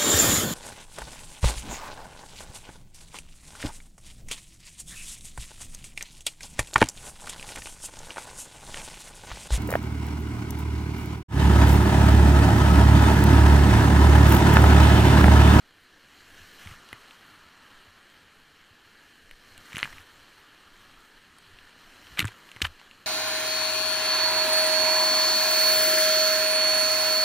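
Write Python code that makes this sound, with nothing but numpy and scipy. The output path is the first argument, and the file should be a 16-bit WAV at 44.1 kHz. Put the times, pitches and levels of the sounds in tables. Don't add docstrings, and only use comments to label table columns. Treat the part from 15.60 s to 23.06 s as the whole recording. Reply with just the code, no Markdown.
import sys
import numpy as np
from scipy import signal
from scipy.fft import rfft, irfft, next_fast_len
from scipy.io import wavfile
from scipy.ndimage import uniform_filter1d

SR = 44100
rng = np.random.default_rng(int(sys.argv[2]) if len(sys.argv) > 2 else 0)


def transcribe(signal):
    frames = np.atleast_2d(signal).T
    limited = np.clip(frames, -1, 1)
    pcm = np.round(limited * 32767).astype(np.int16)
    wavfile.write(sys.argv[1], SR, pcm)


def how_loud(loudness_db):
    steps = np.asarray(loudness_db, float) / 20
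    return 10 ** steps


N = 328986

# [t/s, nearness of breaking crests/dB, churn of aerated water under the hull/dB]
WATER_MOODS = [(0.1, -4.5, -4.5), (0.95, 7, 1), (1.2, 3, 4.5), (2.08, -1, 2.5), (2.51, -2, -1.5),
               (3.16, -3.5, -2.5), (3.45, 0, -2), (3.74, -1, -5), (4.07, 4, 1.5), (4.2, 12, 7),
               (4.4, 2, 2.5), (5.0, -1.5, 0), (5.3, 0.5, 2), (5.6, -2, -2), (6.19, 0, 0.5), (6.56, 6.5, 3),
               (6.72, 3, 2), (7.46, -2, -1)]


def rms_one(x):
    return x / np.sqrt(np.mean(x ** 2) + 1e-20)


def band(x, low_hz, high_hz, order=2):
    return signal.sosfilt(signal.butter(order, [low_hz, high_hz], "band", fs=SR, output="sos"), x)


def add(out, s, piece):
    at = round(s * SR)
    out[at:at + len(piece)] += piece[:N - at]


def water_moods():
    s, crest_db, churn_db = np.transpose(WATER_MOODS)
    t = np.arange(N) / SR
    return np.interp(t, s, crest_db), np.interp(t, s, churn_db)


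def drift(rate):
    r = np.exp(-80 * np.pi * rate / SR)
    slow = signal.lfilter([1], [1, -2 * r, r * r], rng.standard_normal(N // 40 + 2002))[2000:]
    return np.interp(np.arange(N) / 40, np.arange(len(slow)), rms_one(slow))


def swell(s, hold, db, rise_db_per_s, fall_db_per_s):
    t = np.arange(N) / SR
    return db - rise_db_per_s * np.maximum(s - t, 0) - fall_db_per_s * np.maximum(t - s - hold, 0)


def ring(push, hz, t60):
    r, w = how_loud(-60 / (t60 * SR)), 2 * np.pi * hz / SR
    return signal.lfilter([0, np.sin(w)], [1, -2 * r * np.cos(w), r * r], push)


def grains(per_s, spread_db):
    sizes = how_loud(spread_db * np.minimum(rng.exponential(1, N), 5))
    signs = rng.choice([-1, 1], N)
    return rms_one(sizes * signs * (rng.random(N) < per_s / SR))


def case_db(hz):
    # [f/Hz, width/Hz, lift/dB]
    resonances = [(1697, 470, 8.5), (2620, 170, -3), (3057, 1230, 8), (3540, 246, -5.5), (4220, 550, 7.5),
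                  (5800, 190, 1.5), (6900, 600, 1.5), (8300, 370, 2), (13040, 2500, 6)]
    return sum(lift_db / (1 + np.abs(2 * (hz - centre) / width) ** 2) for centre, width, lift_db in resonances)


def river(patchy_db, fizz):
    borders_hz = (140, 800, 1450, 5000, 15300)
    # [f/Hz, level per Hz/dB]
    roar_spectrum = [(130, -6.5), (300, -5), (650, -11), (1250, -6), (3000, -10.5), (10000, -22),
                     (11800, -27), (15300, -29)]
    # [mean level/dB, share of crest (dB per dB), share of churn (dB per dB)]
    river_layers = [
        (-64.5, 0.46, 0.31),
        (-62.5, 0.05, 0.99),
        (-57, 0.573, 0.18),
        (-67, 1, 0.05),
    ]
    size = next_fast_len(N, True)
    hz = np.arange(size // 2 + 1) * SR / size + 1
    roar_hz, roar_db = np.transpose(roar_spectrum)
    colour = how_loud(np.interp(np.log(hz), np.log(roar_hz), roar_db) + case_db(hz))
    foam = grains(2500, spread_db=3.5)
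    water = colour * rfft(rng.standard_normal(N) + fizz * foam, size)
    out, together = np.zeros(N), drift(3.5)
    crest_db, churn_db = water_moods()
    for low, high, (db, of_crest, of_churn) in zip(borders_hz, borders_hz[1:], river_layers):
        thirds = np.geomspace(low, high, round(3 * np.log2(high / low)) + 1)
        layer = np.zeros(N)
        for a, b in zip(thirds, thirds[1:]):
            part = irfft(water * (hz >= a) * (hz < b), size)[:N]
            layer += part * how_loud(patchy_db * (0.22 * together + drift(9.8)))
        out += how_loud(db + of_crest * crest_db + of_churn * churn_db) * rms_one(layer)
    return out


def all_drops():
    # [t/s, peak/dB, ring of the spot hit f/Hz, crack/dB, blow/dB]
    stray_drops = [(1.0723, -31, 2200, -49, -8), (1.1118, -36.5, 2000, -51, -11),
                   (1.138, -39, 1320, -62, -5.5), (1.289, -40, 3500, -52, 0), (1.329, -23, 2005, -44, 21.5),
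                   (1.5087, -34.5, 2820, -59, 0), (3.7114, -31, 2240, -51, 8.5),
                   (3.978, -37, 2810, -42.5, 6), (4.2751, -33.5, 1490, -55.5, 4),
                   (4.3277, -35, 1830, -50.5, -11), (4.3704, -41, 1610, -54, -8),
                   (4.3823, -33, 2320, -59, -2.5), (5.405, -60, 3000, -56.5, 0),
                   (5.7845, -47, 1210, -47, -7), (5.987, -36, 2850, -68, 1), (6.469, -37, 2140, -64, -12.5),
                   (6.7192, -39, 1540, -55, -3.5), (6.8901, -38, 3070, -65, -7),
                   (6.916, -33, 2730, -47.5, -3), (6.963, -30, 2197, -50, 20),
                   (7.0046, -34, 1700, -60.5, -1), (7.197, -38, 2740, -59, -4.5),
                   (7.214, -37.5, 1420, -65, -2), (7.3117, -34, 2790, -62, 11)]
    # [t/s, peak/dB, ring f/Hz, crack/dB, contact/ms]
    wave_lumps = [(4.1211, -33, 1990, -54, 4.7), (4.13, -29, 2340, -48, 4.9),
                  (4.1504, -28, 1980, -45, 2.2), (4.158, -21.5, 2810, -38, 4.1),
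                  (4.168, -18.5, 2260, -36.5, 2.8), (4.182, -22, 1780, -28, 1.5),
                  (4.1887, -24, 2990, -44.5, 1.5), (4.191, -25, 2830, -54, 4.1),
                  (4.1992, -29, 2100, -49, 6.6), (4.208, -35, 3000, -50, 2.1),
                  (4.229, -12.5, 2050, -44, 1.4), (4.2292, -8, 3000, -51.5, 2.1),
                  (4.2365, -30, 2170, -42, 2.9), (4.2407, -25, 2720, -41, 2.9),
                  (4.2452, -26.5, 2400, -47, 6.1), (4.255, -24.5, 1700, -57, 1.7),
                  (6.5734, -26.5, 2410, -60, 4.9), (6.583, -23, 2570, -46, 3.5),
                  (6.586, -29, 2480, -38, 1.5), (6.588, -19.5, 2300, -45, 7.2),
                  (6.5923, -8.5, 2120, -18.5, 3.2), (6.5927, -7.5, 4100, -41, 2),
                  (6.602, -13, 2410, -28.5, 10.13), (6.624, -29, 1700, -50, 3.7),
                  (6.626, -23, 3000, -47, 1.5), (6.6438, -22, 1700, -42, 1.8),
                  (6.6529, -25.5, 1520, -38, 5.4), (6.672, -32, 4100, -39, 3), (6.679, -28.5, 2700, -53, 9),
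                  (6.6871, -38, 990, -59, 4.3), (6.9684, -34, 1690, -58, 5.2),
                  (7.0179, -9.5, 3080, -28.5, 7.4), (7.021, -15.5, 5520, -42, 6),
                  (7.0449, -22, 2900, -54, 19), (7.049, -19, 1770, -49, 9.9),
                  (7.0668, -28, 2900, -59.5, 4.7), (7.0705, -36, 3000, -50.5, 2.1)]
    contact_ms, blow_loss_db_per_ms = 4.2, 1.1
    strays = [(s, db, hz, crack_db, contact_ms, blow_db) for s, db, hz, crack_db, blow_db in stray_drops]
    lumps = [(*row, -blow_loss_db_per_ms * row[-1]) for row in wave_lumps]
    return strays + lumps


def drops(spot_db, reach_db, knock_db):
    # [f/Hz, level/dB, t60/s]
    shell_modes = [(1190, 27.5, 0.0017), (1700, -16, 0.011), (2050, -4, 0.0284), (2464, -8, 0.044),
                   (2890, 15.5, 0.0048), (3500, 13, 0.0034), (4080, 2, 0.0088)]
    out, t = np.zeros(N), np.arange(2600) / SR
    blow = -np.exp(-((t - 0.0003) / 0.00007) ** 2)
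    thud = np.exp(-((t - 0.0004) / 0.0002) ** 2) / 15
    for s, peak_db, hz, crack_db, contact_ms, blow_db in all_drops():
        fade = np.exp(-(t / (0.0006 * contact_ms)) ** 3.4) * np.minimum(t / 0.00031, 1)
        push = rng.standard_normal(len(t)) * fade + how_loud(13.5 + blow_db) * blow
        body = how_loud(spot_db) * ring(push, hz, 30 / hz)
        for f, db, t60 in shell_modes:
            body += how_loud(db - reach_db * np.log2(f / hz) ** 2) * ring(push, f, t60)
        body = band(band(body, 600, 5400), 0.61 * hz, 2.4 * hz)
        knock = how_loud(knock_db + 0.55 * blow_db) * ring(thud, 340, 0.005)
        snap_fade = np.exp(-t / (0.0004 * contact_ms)) * np.minimum(t / 0.0001, 1)
        snap = rng.standard_normal(len(t)) * snap_fade
        tints_hz = np.clip(9000 * 2 ** (0.39 * rng.standard_normal(3)), 5200, 14500)
        tinted = sum(band(snap, 0.74 * f, 1.037 * f) for f in tints_hz)
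        crack = band(band(snap, 3600, 18000) + 1.1 * tinted, 3700, 12600)
        add(out, s, how_loud(peak_db) * (body / np.abs(body).max() - knock) + how_loud(crack_db) * crack)
    return out


def fine_rings(per_s, low_hz, high_hz, cycles, spread_db):
    hits, dealt = grains(per_s, spread_db), rng.integers(0, 10, N)
    out = np.zeros(N)
    for k, hz in enumerate(np.geomspace(low_hz, high_hz, 10)):
        struck = hits * (dealt == k) + 1e-18
        out += how_loud(0.25 * case_db(hz)) * ring(struck, hz, cycles / hz)
    return rms_one(out)


def spray():
    # [t/s, hold/s, patter/dB, brightness/dB]
    sheets = [(0.994, 0.15, -53, -8), (4.05, 0.38, -58.5, -5.5), (4.147, 0.05, -56, -23),
              (4.2, 0.06, -52, -21.5), (6.572, 0.019, -39, -18), (6.59, 0.014, -48, 3.5),
              (6.613, 0.012, -35, -12.5), (6.644, 0.019, -46.5, -15), (6.675, 0.01, -46, -8),
              (7.018, 0.0049, -33, -0.5), (7.029, 0.042, -49.5, -3.5), (7.043, 0.014, -37.5, -18),
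              (7.059, 0.013, -53, -28)]
    patter = fine_rings(3500, 1194, 3790, cycles=26, spread_db=1.5)
    crackle = fine_rings(9000, 5000, 14000, cycles=20, spread_db=4)
    out = np.zeros(N)
    for s, hold, db, bright_db in sheets:
        gain = how_loud(swell(s, hold, db, rise_db_per_s=6000, fall_db_per_s=2200))
        out += gain * (patter + how_loud(bright_db) * crackle)
    return out


def slaps():
    # [t/s, peak/dB, boom f/Hz, t60/s]
    helmet_slaps = [(.8, -50, 88.5, 0.26), (1.058, -36, 89, 0.142), (1.06, -45, 200, 0.047),
                    (1.097, -41.5, 91, 0.103), (1.111, -41.5, 122, 0.074), (1.33, -45, 125, 0.073),
                    (2.27, -53, 90, 0.15), (3.107, -51, 95, 0.07), (3.976, -53.5, 105, 0.11),
                    (4.143, -32, 150, 0.019), (4.167, -32, 205, 0.0086), (4.222, -44.5, 136, 0.2),
                    (4.246, -42, 212, 0.046), (4.33, -48, 90, .15), (4.39, -50.5, 85, 0.167),
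                    (5.9, -56, 85, .15), (6.52, -40, 55, 0.068), (6.591, -32, 174, 0.1),
                    (6.601, -33, 303, 0.063), (6.622, -27, 101, 0.072), (6.627, -30, 250, 0.014),
                    (6.644, -21.5, 106.7, 0.099), (6.643, -31, 275, 0.036), (6.684, -47, 378, .03),
                    (7.047, -42.5, 232, .03), (6.961, -46, 111, .1), (7.016, -24.5, 310, 0.0151),
                    (7.026, -24, 73.7, 0.157), (7.047, -26, 74.8, 0.15)]
    out = np.zeros(N)
    for s, peak_db, hz, t60 in helmet_slaps:
        push = np.zeros(round(t60 * SR))
        contact = round(0.35 * SR / hz)
        push[:contact] = -np.hanning(contact)
        boom = ring(push, hz, t60)
        add(out, s, how_loud(peak_db) * boom / np.abs(boom).max())
    return band(out, 60.9, 770)


def heave():
    # [t/s, swing/dB]
    lurches = [(0.06, -70), (0.62, -66), (0.81, -51.5), (0.95, -60), (1.1, -52), (1.35, -60), (2.15, -60),
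               (2.37, -62.5), (2.8, -61), (3.24, -62), (3.74, -52), (3.97, -56), (4.33, -52), (4.61, -59),
               (5.15, -59), (5.38, -55), (5.55, -62), (5.96, -53), (6.28, -61.5), (6.5, -60), (6.65, -58),
               (7.08, -52), (7.29, -62.5)]
    calm_db = -70.5
    swing_db = np.full(N, calm_db)
    for s, db in lurches:
        swing_db = np.maximum(swing_db, swell(s, 0, db, rise_db_per_s=128, fall_db_per_s=138.5))
    crest_db, _ = water_moods()
    rumble_db = -72 + 0.66 * crest_db + 0.2 * (swing_db - calm_db) + 2.6 * drift(8)
    swings = band(band(rng.standard_normal(N), 4.3, 28), 4.3, 28)
    rumble = band(band(rng.standard_normal(N), 47, 140), 47, 140)
    return how_loud(swing_db) * rms_one(swings) + how_loud(rumble_db) * rms_one(rumble)


def scene():
    ear = river(patchy_db=1.12, fizz=0.59) + drops(spot_db=7.5, reach_db=20.5, knock_db=-18)
    ear = ear + spray() + slaps() + heave()
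    return np.stack([ear, ear])


def wide_patches():
    # [t/s, length/s, from f/Hz]
    broad_patches = [
        (1.325, .015, 5200),
        (4.148, .033, 4200),
        (4.181, .022, 6000),
        (4.225, .009, 5200),
        (6.59, .01, 6500),
        (6.612, .072, 7600),
        (6.945, .025, 5500),
    ]
    count, length_s, width_hz, bottom_hz, top_hz = 20, 0.035, 1500, 4500, 15300
    starts = rng.random(count) * (N / SR - length_s)
    lows = bottom_hz + (top_hz - width_hz - bottom_hz) * rng.random(count)
    scattered = [(s, length_s, low, low + width_hz) for s, low in zip(starts, lows)]
    return [(*row, top_hz) for row in broad_patches] + scattered


def side_noise(mono):
    side = np.zeros(N)
    for s, length, low, high in wide_patches():
        piece = band(mono[round(s * SR):round((s + length) * SR)], low, high, order=8)
        level = np.sqrt(np.abs(uniform_filter1d(piece ** 2, size=130)))
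        noise = rms_one(band(rng.standard_normal(len(piece)), low, high, order=8))
        add(side, s, how_loud(-6) * level * noise * signal.windows.tukey(len(piece), 0.3))
    return side


def low_pass(x):
    return signal.sosfilt(signal.butter(12, 16450, fs=SR, output="sos"), x)


def record(dry):
    rounded = 0.7 * np.tanh(dry / 0.7)
    dull = signal.sosfilt(signal.cheby2(12, 40, 16000, fs=SR, output="sos"), rounded)
    mix = dull + side_noise(dull[0]) * [[1], [-1]]
    return low_pass(mix)


dry = scene()
out = record(dry)
transcribe(out)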